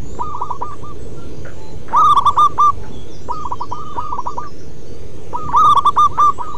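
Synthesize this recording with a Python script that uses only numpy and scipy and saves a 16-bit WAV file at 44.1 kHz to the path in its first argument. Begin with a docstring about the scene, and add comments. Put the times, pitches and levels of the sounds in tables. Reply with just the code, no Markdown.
"""Caged doves coo outdoors: soft calls a little way off, then one bird close enough to overload its mic.
Each coo is a train of syrinx pulses speeding up from rough clicks into a whistle, rung through the
inflated crop. Every cage has its own small microphone, all mixed to one channel. Claws scuff the
perches, and behind them sit distant birds, an insect chorus and a rumble of breeze and traffic."""
import sys
import numpy as np
from scipy import signal
from scipy.io import wavfile
from scipy.ndimage import uniform_filter1d

SR = 44100
rng = np.random.default_rng(int(sys.argv[2]) if len(sys.argv) > 2 else 0)


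def generate_wav(signal):
    """Clip the signal to [-1, 1] and save it as 16-bit WAV at the path in sys.argv[1]."""
    frames = np.transpose(np.atleast_2d(signal))
    scaled = np.clip(frames, -1, 1) * 32767
    pcm = np.round(scaled).astype(np.int16)
    wavfile.write(sys.argv[1], SR, pcm)


N = 289737

HELD_ABOVE_S = .07  # longer notes are sung as "held"
# The doves' cue sheet, timed at each upward pitch jump:
# (time [s], bird, kind, scoop length [s], whistle length [s], top pitch [Hz], level [dB])
COO_CUES = [(.218, "middle", "roll", .014, .128, 1250, -23.5),
            (0.352, "middle", "note", .003, 0.04, 1176, -25.5),
            (0.355, "far", "roll", .01, 0.19, 1280, -34.5),
            (.422, "middle", "note", .012, 0.029, 1163, -22.5),
            (.513, "middle", "note", .012, 0.031, 1154, -23),
            (0.542, "far", "note", .009, 0.035, 1125, -31.5),
            (0.627, "middle", "note", .012, 0.096, 1214, -25),
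            (0.714, "far", "note", .009, 0.037, 1182, -30),
            (0.836, "far", "note", .012, 0.096, 1206, -33.5), (1.958, "near", "roll", .01, .19, 1289, -7),
            (1.99, "middle", "roll", .014, 0.14, 1200, -26),
            (2.025, "middle", "roll", .014, 0.16, 1241, -26),
            (2.133, "middle", "note", .003, 0.019, 1140, -32.5),
            (2.164, "near", "note", .009, 0.04, 1156, -2.5),
            (2.187, "middle", "note", .012, 0.02, 1150, -27),
            (2.221, "middle", "note", .012, .032, 1167, -26),
            (2.259, "near", "note", .009, 0.045, 1187, -2.5),
            (2.274, "middle", "note", .012, 0.026, 1120, -29.5),
            (2.311, "middle", "note", .012, 0.046, 1190, -27.5),
            (2.38, "near", "note", .013, 0.1, 1209, -4.5), (2.386, "middle", "note", .012, .109, 1200, -44),
            (2.42, "middle", "note", .012, 0.12, 1225, -29),
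            (2.593, "near", "note", .013, 0.12, 1196, -6.5),
            (3.315, "middle", "roll", .014, 0.13, 1274, -23.5),
            (3.458, "middle", "note", .003, .031, 1163, -25),
            (3.525, "middle", "note", .012, 0.027, 1154, -23),
            (3.617, "middle", "note", .012, 0.038, 1182, -24.5),
            (3.728, "middle", "note", .012, 0.12, 1224, -26.5),
            (3.784, "far", "roll", .01, .162, 1293, -35), (3.949, "far", "note", .009, 0.07, 1158, -33.5),
            (3.993, "middle", "roll", .014, 0.14, 1260, -23.5),
            (4.036, "far", "note", .009, 0.066, 1170, -33),
            (4.13, "middle", "note", .003, 0.044, 1172, -23),
            (4.192, "middle", "note", .012, 0.025, 1125, -23.5),
            (4.26, "far", "note", .012, .092, 1213, -32.5),
            (4.275, "middle", "note", .012, 0.0355, 1156, -23.5),
            (4.386, "middle", "note", .012, 0.1, 1218, -26), (4.408, "far", "note", .012, 0.1, 1165, -45),
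            (5.359, "middle", "roll", .014, 0.14, 1270, -24),
            (5.496, "middle", "note", .003, 0.057, 1146, -27.5),
            (5.559, "near", "roll", .01, 0.19, 1287, -6.5),
            (5.569, "middle", "note", .012, 0.05, 1180, -23.5),
            (5.661, "middle", "note", .012, 0.044, 1160, -23.5),
            (5.763, "near", "note", .009, 0.039, 1154, -2.5),
            (5.769, "middle", "note", .012, .104, 1216, -24.5),
            (5.857, "near", "note", .009, 0.046, 1190, -3), (5.978, "near", "note", .013, 0.1, 1209, -5),
            (6.12, "far", "roll", .01, .22, 1310, -34), (6.191, "near", "note", .013, .12, 1195, -6.5),
            (6.381, "far", "note", .009, 0.043, 1138, -32),
            (6.416, "middle", "roll", .014, 0.13, 1270, -26.5),
            (6.477, "far", "note", .009, 0.053, 1180, -32.5),
            (6.551, "middle", "note", .003, 0.044, 1190, -32)]


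def dove(bird, manner, tone, crop_hz, crop_width_hz, crop_db, puff_db, echo_db):
    """Syrinx pulses speed up from rough clicks into a whistle; the inflated crop rings at one pitch."""
    voice = np.zeros(N)
    for start, _, kind, scoop_s, length, top_hz, db in [cue for cue in COO_CUES if cue[1] == bird]:
        shape = manner["held" if kind == "note" and length > HELD_ABOVE_S else kind]
        t, hz, effort_db = coo_contour(scoop_s, length, top_hz, **shape)
        hz = uniform_filter1d(hz, 120, mode="nearest")
        wobble, air = rng.standard_normal((2, SR // 3))
        slack = np.clip(1 - hz / 900, 0, 1)  # slack membranes beat unevenly and leak air
        jitter = (.064 + 2.3 * slack) * uniform_filter1d(wobble, 200)[:len(t)]
        cycles = np.cumsum(hz * (1 + jitter)) / SR
        pulses = sum(gain_of(curve_db(tone, k * hz)) * np.cos(2 * np.pi * k * cycles)
                     for k in range(1, 10))
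        breath = unit_rms(resonate(resonate(air, 450, 380), 450, 390))[:len(t)]
        puff = gain_of(puff_db) * slack * breath
        fades = np.minimum((t - t[0]) / .0076, 1) * np.minimum((t[-1] - t) / .0033, 1)
        add(voice, start + t[0], np.sqrt(2) * gain_of(db + effort_db) * fades * (pulses + puff))
    voice = voice + gain_of(crop_db) * resonate_twice(voice, crop_hz, crop_width_hz)
    return voice + gain_of(echo_db) * echoes(voice, t60=.093)


def coo_contour(scoop_s, length, top_hz, count, dwell_s, jump_s, dwell_db, scoop_db, arch, release_s,
                release_hz, release_db, sag_hz=0, deepen=1, swell_db=0, hurry=1, dip_db=0, dip_width=1):
    """Time, pitch and effort of a coo: scoop up, dwell near the crop's pitch, jump, arch and release."""
    t = np.arange(-dwell_s - scoop_s, length, 1 / SR)
    rise_hz, peak, fall_hz, roundness = arch
    octaves_under = 125 * np.maximum(-dwell_s - t, 0)  # the scoop climbs 125 octaves a second
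    onset_hz = np.interp(t, [-dwell_s, 0, jump_s], [870.5, 1014.3, top_hz - rise_hz])
    onset_hz /= 2 ** octaves_under
    onset_db = np.interp(t, [-dwell_s, jump_s], [dwell_db, 0]) + scoop_db * octaves_under
    beats = count * np.clip((t - jump_s) / (length - jump_s - release_s), 0, 1 - 1 / SR) ** hurry
    index, place, joint = beats // 1, beats % 1, np.round(beats)  # one pitch arch per beat
    below_top_hz = np.where(place < peak, rise_hz * abs(1 - place / peak) ** roundness,
                            fall_hz * abs((place - peak) / (1 - peak)) ** roundness)
    release = np.clip(1 - (length - t) / release_s, 0, 1)
    whistle_hz = top_hz - sag_hz * index - deepen ** index * below_top_hz - release_hz * release
    dips_db = dip_db * np.exp(-((beats - joint) / dip_width) ** 2) * (joint > 0) * (joint < count)
    effort_db = onset_db + swell_db * beats + dips_db + release_db * release
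    return t, np.where(t < jump_s, onset_hz, whistle_hz), effort_db


# Bold delivery with wide-swinging rolls: coo_contour settings for "roll", "note" and "held".
# Each arch is (rise [Hz], place of the peak [0-1], fall [Hz], roundness).
BOLD_MANNER = {"roll": dict(count=3, dwell_s=.025, jump_s=0.01055, dwell_db=-6, scoop_db=-10.5, arch=(140, 0.56, 120, 1.5),
               sag_hz=35.56, deepen=.9, swell_db=1.35, hurry=1.148, dip_db=-5.5, dip_width=0.13, release_s=0.016, release_hz=30, release_db=-47.5),
               "note": dict(count=0.97, dwell_s=0.0056, jump_s=0.009, dwell_db=-9.5, scoop_db=-23, arch=(52, 0.49, 58, 2.55),
               release_s=.011, release_hz=60, release_db=-20),
               "held": dict(count=0.96, dwell_s=0.0081, jump_s=0.0098, dwell_db=-6.5, scoop_db=-14, arch=(34, 0.34, 85, 2.6),
               swell_db=-1.5, release_s=0.013, release_hz=70, release_db=-22)}
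# Colour of throat and air, close up: (frequency [Hz], level [dB])
NEAR_COLOUR = [(150, -12.5), (500, -28), (800, -8.5), (1000, -7.5), (1120, 0), (1300, -2), (1600, -33.5),
               (2000, -33.5), (2500, -38), (3600, -41.5), (6000, -88)]
# EQ of the nearest bird's microphone: (frequency [Hz], level [dB])
MIC_EQ = [(300, -3.5), (980, 0), (1130, 0), (1300, -0.5), (2900, -4), (3600, -6.5), (6000, -2),
          (8500, -5.5), (11000, -5), (13300, -6), (15500, -3.5)]


def near_dove():
    """The closest bird overloads its microphone: overtones and a wideband hiss on the loudest coos."""
    voice = dove("near", BOLD_MANNER, NEAR_COLOUR,
                 crop_hz=952, crop_width_hz=121, crop_db=3.5, puff_db=-5.5, echo_db=-25)
    rumble = gain_of(-52.5) * unit_rms(resonate(rng.standard_normal(N), 210, 560))
    hiss = gain_of(-46) * rng.standard_normal(N)
    noise = rumble + hiss
    limit, knee, bias = .46, 30, .006  # the bias makes the limit lopsided: faint even overtones
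    drive = voice + noise + bias
    clipped = drive / (1 + abs(drive / limit) ** knee) ** (1 / knee)
    overloaded = clipped - bias - noise  # the noise stays only where the peaks flatten
    hz = np.linspace(0, SR / 2, 1025)
    mic = signal.firwin2(1023, hz, gain_of(curve_db(MIC_EQ, hz)), fs=SR)
    return signal.oaconvolve(overloaded, mic, "same")


# Soft delivery with shallower rolls, laid out like BOLD_MANNER.
SOFT_MANNER = {"roll": dict(count=3, dwell_s=0.019, jump_s=0.0049, dwell_db=-6, scoop_db=-3.5, arch=(23, .6, 33, 1.2),
               sag_hz=21.5, deepen=1.66, swell_db=-0.7, hurry=0.99, dip_db=-3, dip_width=0.082, release_s=.008, release_hz=40, release_db=-26),
               "note": dict(count=0.91, dwell_s=.008, jump_s=0.0066, dwell_db=-3, scoop_db=-11.5, arch=(25, 0.51, 99, 2.3),
               release_s=0.013, release_hz=60, release_db=-20.5),
               "held": dict(count=1, dwell_s=0.0072, jump_s=0.0063, dwell_db=0.5, scoop_db=-10.5, arch=(55, .33, 95, 2.24),
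               swell_db=-5, release_s=0.0089, release_hz=30, release_db=-28)}
# Colour of throat and air, mid-distance and far off: (frequency [Hz], level [dB])
MIDDLE_COLOUR = [(150, -3), (450, 10.5), (750, -6), (900, 5.5), (985, 6), (1090, 0), (1300, -4),
                 (1600, -41), (2400, -36), (3600, -38), (6000, -65)]
FAR_COLOUR = [(150, -27.5), (500, -30), (800, -11), (1000, 1), (1300, 0), (1600, -43.5), (2400, -50.5),
              (3600, -23.5), (6000, -68)]


def answering_doves():
    """Coos from further off: breathy at mid-distance, thinner and wetter far away."""
    middle = dove("middle", SOFT_MANNER, MIDDLE_COLOUR,
                  crop_hz=974, crop_width_hz=120, crop_db=0, puff_db=4, echo_db=-19.5)
    far = dove("far", BOLD_MANNER, FAR_COLOUR,
               crop_hz=950, crop_width_hz=55, crop_db=-5, puff_db=-13, echo_db=-11)
    return middle + far


# Foley on perch and bars: (time [s], level [dB], time to fade 20 dB [s], upper resonance [Hz])
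SCUFF_CUES = [(0.148, -36.5, 0.0086, 1090), (0.176, -47, 0.048, 1400), (0.619, -43, 0.037, 1650),
              (0.711, -44, 0.049, 1620), (1.448, -35.5, 0.1, 1440), (1.882, -24.5, 0.008, 1160),
              (1.889, -36.5, 0.029, 1534), (1.915, -30.5, 0.054, 1230), (1.945, -35, 0.062, 1480),
              (1.904, -31, 0.18, 614), (2.831, -44, 0.084, 1450), (3.939, -42.5, 0.12, 1450),
              (4.427, -40.5, 0.053, 1550), (4.606, -49.5, .05, 1430), (5.322, -50, 0.055, 1300),
              (5.483, -38, .008, 1600), (5.517, -34.5, 0.027, 1595), (6.175, -28, 0.066, 1435),
              (6.407, -44, 0.11, 1470)]


def perch_scuffs():
    """Claws scrape the perch: a sharp start, a grainy fade, two wooden resonances."""
    out, t = np.zeros(N), np.arange(SR // 5) / SR
    for start, db, fade_s, hz in SCUFF_CUES:
        scrape = rng.standard_normal(len(t))
        grain_db = 3.1 * rng.standard_normal(len(t) // 60 + 1).repeat(60)[:len(t)]
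        scrape *= gain_of(grain_db)
        upper = resonate(resonate(scrape, hz, 500), hz, 400)
        lower = resonate_twice(scrape, .4 * hz, 210)
        add(out, start, gain_of(db - 20 * (t / fade_s) ** 2) * unit_rms(upper + 1.08 * lower))
    return out


# Distant birds, thin high songbird whistles and a few faint, low dove coos:
# (time [s], length [s], start pitch [Hz], end pitch [Hz], level [dB])
DISTANT_CALLS = [(0, .2, 6500, 7450, -50.5), (0.045, 0.28, 3690, 3620, -59), (0.014, .29, 4360, 4600, -63),
                 (.26, .22, 853, 873, -47), (.985, .085, 7830, 7950, -56.5), (1.156, .096, 1356, 1390, -50),
                 (1.28, .13, 4850, 4770, -58.5), (1.534, .18, 878, 872, -47.5),
                 (1.607, .11, 3950, 4080, -51.5), (2.257, .15, 7370, 7500, -54.5),
                 (2.799, .12, 892, 858, -43), (2.912, .11, 3496, 3330, -46), (3.079, .063, 3900, 3400, -50),
                 (3.098, .074, 7040, 4660, -48), (3.144, .051, 6000, 5780, -49),
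                 (3.213, .1, 6950, 7660, -56.5), (3.308, .051, 6230, 4200, -47),
                 (3.363, .092, 3220, 3300, -54), (3.405, .03, 6960, 5700, -49),
                 (3.422, .09, 6850, 7600, -58), (3.53, .11, 3230, 3110, -56),
                 (3.584, .065, 6500, 4050, -47), (3.691, .037, 6700, 5350, -47),
                 (3.703, .077, 3150, 3070, -51), (3.848, .049, 2960, 3100, -49),
                 (3.866, .11, 3500, 3600, -55), (3.986, .043, 3070, 2760, -51),
                 (4.184, .033, 6270, 5480, -47), (4.255, .063, 6740, 6744, -55),
                 (4.27, .061, 4770, 4600, -53), (4.306, .022, 4730, 6560, -47.5),
                 (4.366, .027, 5200, 6850, -49.5), (4.466, .028, 5700, 4930, -47.5),
                 (4.584, .026, 4860, 6300, -46.5), (4.845, .13, 4400, 4680, -55),
                 (5.874, .072, 3500, 3870, -55), (6.2, .083, 7560, 7650, -51),
                 (6.328, .057, 7530, 8000, -49.5), (6.453, .076, 7370, 6900, -54),
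                 (6.515, .05, 3800, 4000, -48)]


def distant_birds():
    """Gliding sine calls blurred by distance, over a faint random twitter of farther birds."""
    out, twitter = np.zeros(N), []
    for when, span, pitch, slope, strength in rng.random((300, 5)):
        hz = 2800 + 5200 * pitch
        twitter.append((when * N / SR, .025 + .2 * span, hz, hz * (.85 + .31 * slope),
                        -70 + 7.7 * strength))
    for start, length, from_hz, to_hz, db in DISTANT_CALLS + twitter:
        progress = np.linspace(0, 1, round(length * SR))
        bend = .5 if to_hz < from_hz else .74  # falls drop fast and level off, rises run straighter
        glide_hz = from_hz + (to_hz - from_hz) * progress ** bend
        # wind and an unsteady throat
        waver = 1 + .2 * uniform_filter1d(rng.standard_normal(SR // 2), 300)[:len(progress)]
        cycles = np.cumsum(glide_hz * waver) / SR
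        fades = signal.windows.tukey(len(progress), .3)
        add(out, start, np.sqrt(2) * gain_of(db) * fades * np.sin(2 * np.pi * cycles))
    return gain_of(-3) * out + gain_of(-2.5) * echoes(out, t60=.41)


# Insect shimmer, one steady band and one throbbing:
# (centre [Hz], width [Hz], level [dB], throb rate [Hz], throb depth [0-1])
INSECT_BANDS = [(6135, 400, -61, 31, 0), (6660, 91, -65.5, 14, 0.77)]


def insects():
    """Many far stridulating insects merge into narrow bands of noise."""
    out, t = np.zeros(N), np.arange(N) / SR
    for hz, width_hz, db, throb_hz, depth in INSECT_BANDS:
        band = unit_rms(resonate_twice(rng.standard_normal(N), hz, width_hz))
        out += gain_of(db) * band * (1 + depth * np.sin(2 * np.pi * throb_hz * t))
    return out


# Bass-heavy open-air bed: (frequency [Hz], relative level [dB])
RUMBLE_SPECTRUM = [(20, -5.5), (32, -3.5), (80, 1), (140, -1.5), (190, -10), (450, -6), (620, -20),
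                   (800, -22), (1500, -32), (3200, -34), (7300, -44.5), (7900, -43.5), (11500, -47.5),
                   (12300, -67.5), (15600, -60)]


def field_rumble():
    """Breeze and far traffic: shaped noise with drifting patches of colour and a slow swell."""
    frames, hz = N // 512 + 5, np.fft.rfftfreq(2048, 1 / SR)
    real, imag, patches = rng.standard_normal((frames, 1025, 3)).T
    patches = unit_rms(uniform_filter1d(uniform_filter1d(patches, 14, axis=0), 8, axis=1))
    t = np.arange(frames) * 512 / SR
    swell = unit_rms(sum(np.sin(2 * np.pi * (rate * t + rng.random())) / np.sqrt(rate)
                         for rate in np.geomspace(.2, 4, 20)))
    shape_db = curve_db(RUMBLE_SPECTRUM, hz)[:, None] + 1.88 * patches + 1.1 * swell
    _, bed = signal.istft((real + 1j * imag) * gain_of(shape_db), nperseg=2048, noverlap=1536)
    return gain_of(-33) * unit_rms(bed[:N])


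def echoes(x, t60):
    """Sparse reflections from cage bars, ground and walls, dying by 60 dB in t60 seconds."""
    n = SR // 4
    taps = rng.choice([-1., 1.], n) * (rng.random(n) < .05)
    taps *= gain_of(-60 * np.arange(n) / SR / t60)
    taps[:300] = 0  # 7 ms pre-delay
    return signal.oaconvolve(x, taps / np.linalg.norm(taps))[:N]


def resonate(x, hz, width_hz):
    """A resonance with a peak gain of 1."""
    return signal.lfilter(*signal.iirpeak(hz, hz / width_hz, SR), x)


def resonate_twice(x, hz, width_hz):
    """Two equal resonances in series, for steeper skirts."""
    return resonate(resonate(x, hz, width_hz), hz, width_hz)


def gain_of(db):
    """Decibels to gain."""
    return 10 ** (np.asarray(db) / 20)


def unit_rms(x):
    """Scales to rms 1."""
    return x / np.sqrt(np.mean(x ** 2) + 1e-20)


def curve_db(points, hz):
    """Reads an EQ curve on a log-frequency axis."""
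    point_hz, db = np.transpose(points)
    return np.interp(np.log(hz + 1), np.log(point_hz + 1), db)


def add(mix, start, sound):
    """Mixes a sound in at start seconds."""
    part = mix[max(round(start * SR), 0):][:len(sound)]
    part += sound[:len(part)]


def scene():
    """Doves up front over the open-air bed, in mono."""
    doves = answering_doves() + near_dove()
    return (doves + distant_birds() + perch_scuffs() + insects() + field_rumble())[None]


def record(dry):
    """A steep top cut, and the converter's steady offset."""
    cutoff_hz, dc_offset = 15600, .1463
    lowpass = signal.firwin(511, cutoff_hz, window=("kaiser", 9), fs=SR)
    return signal.oaconvolve(dry, lowpass[None], "same") + dc_offset


dry = scene()
out = record(dry)
generate_wav(out)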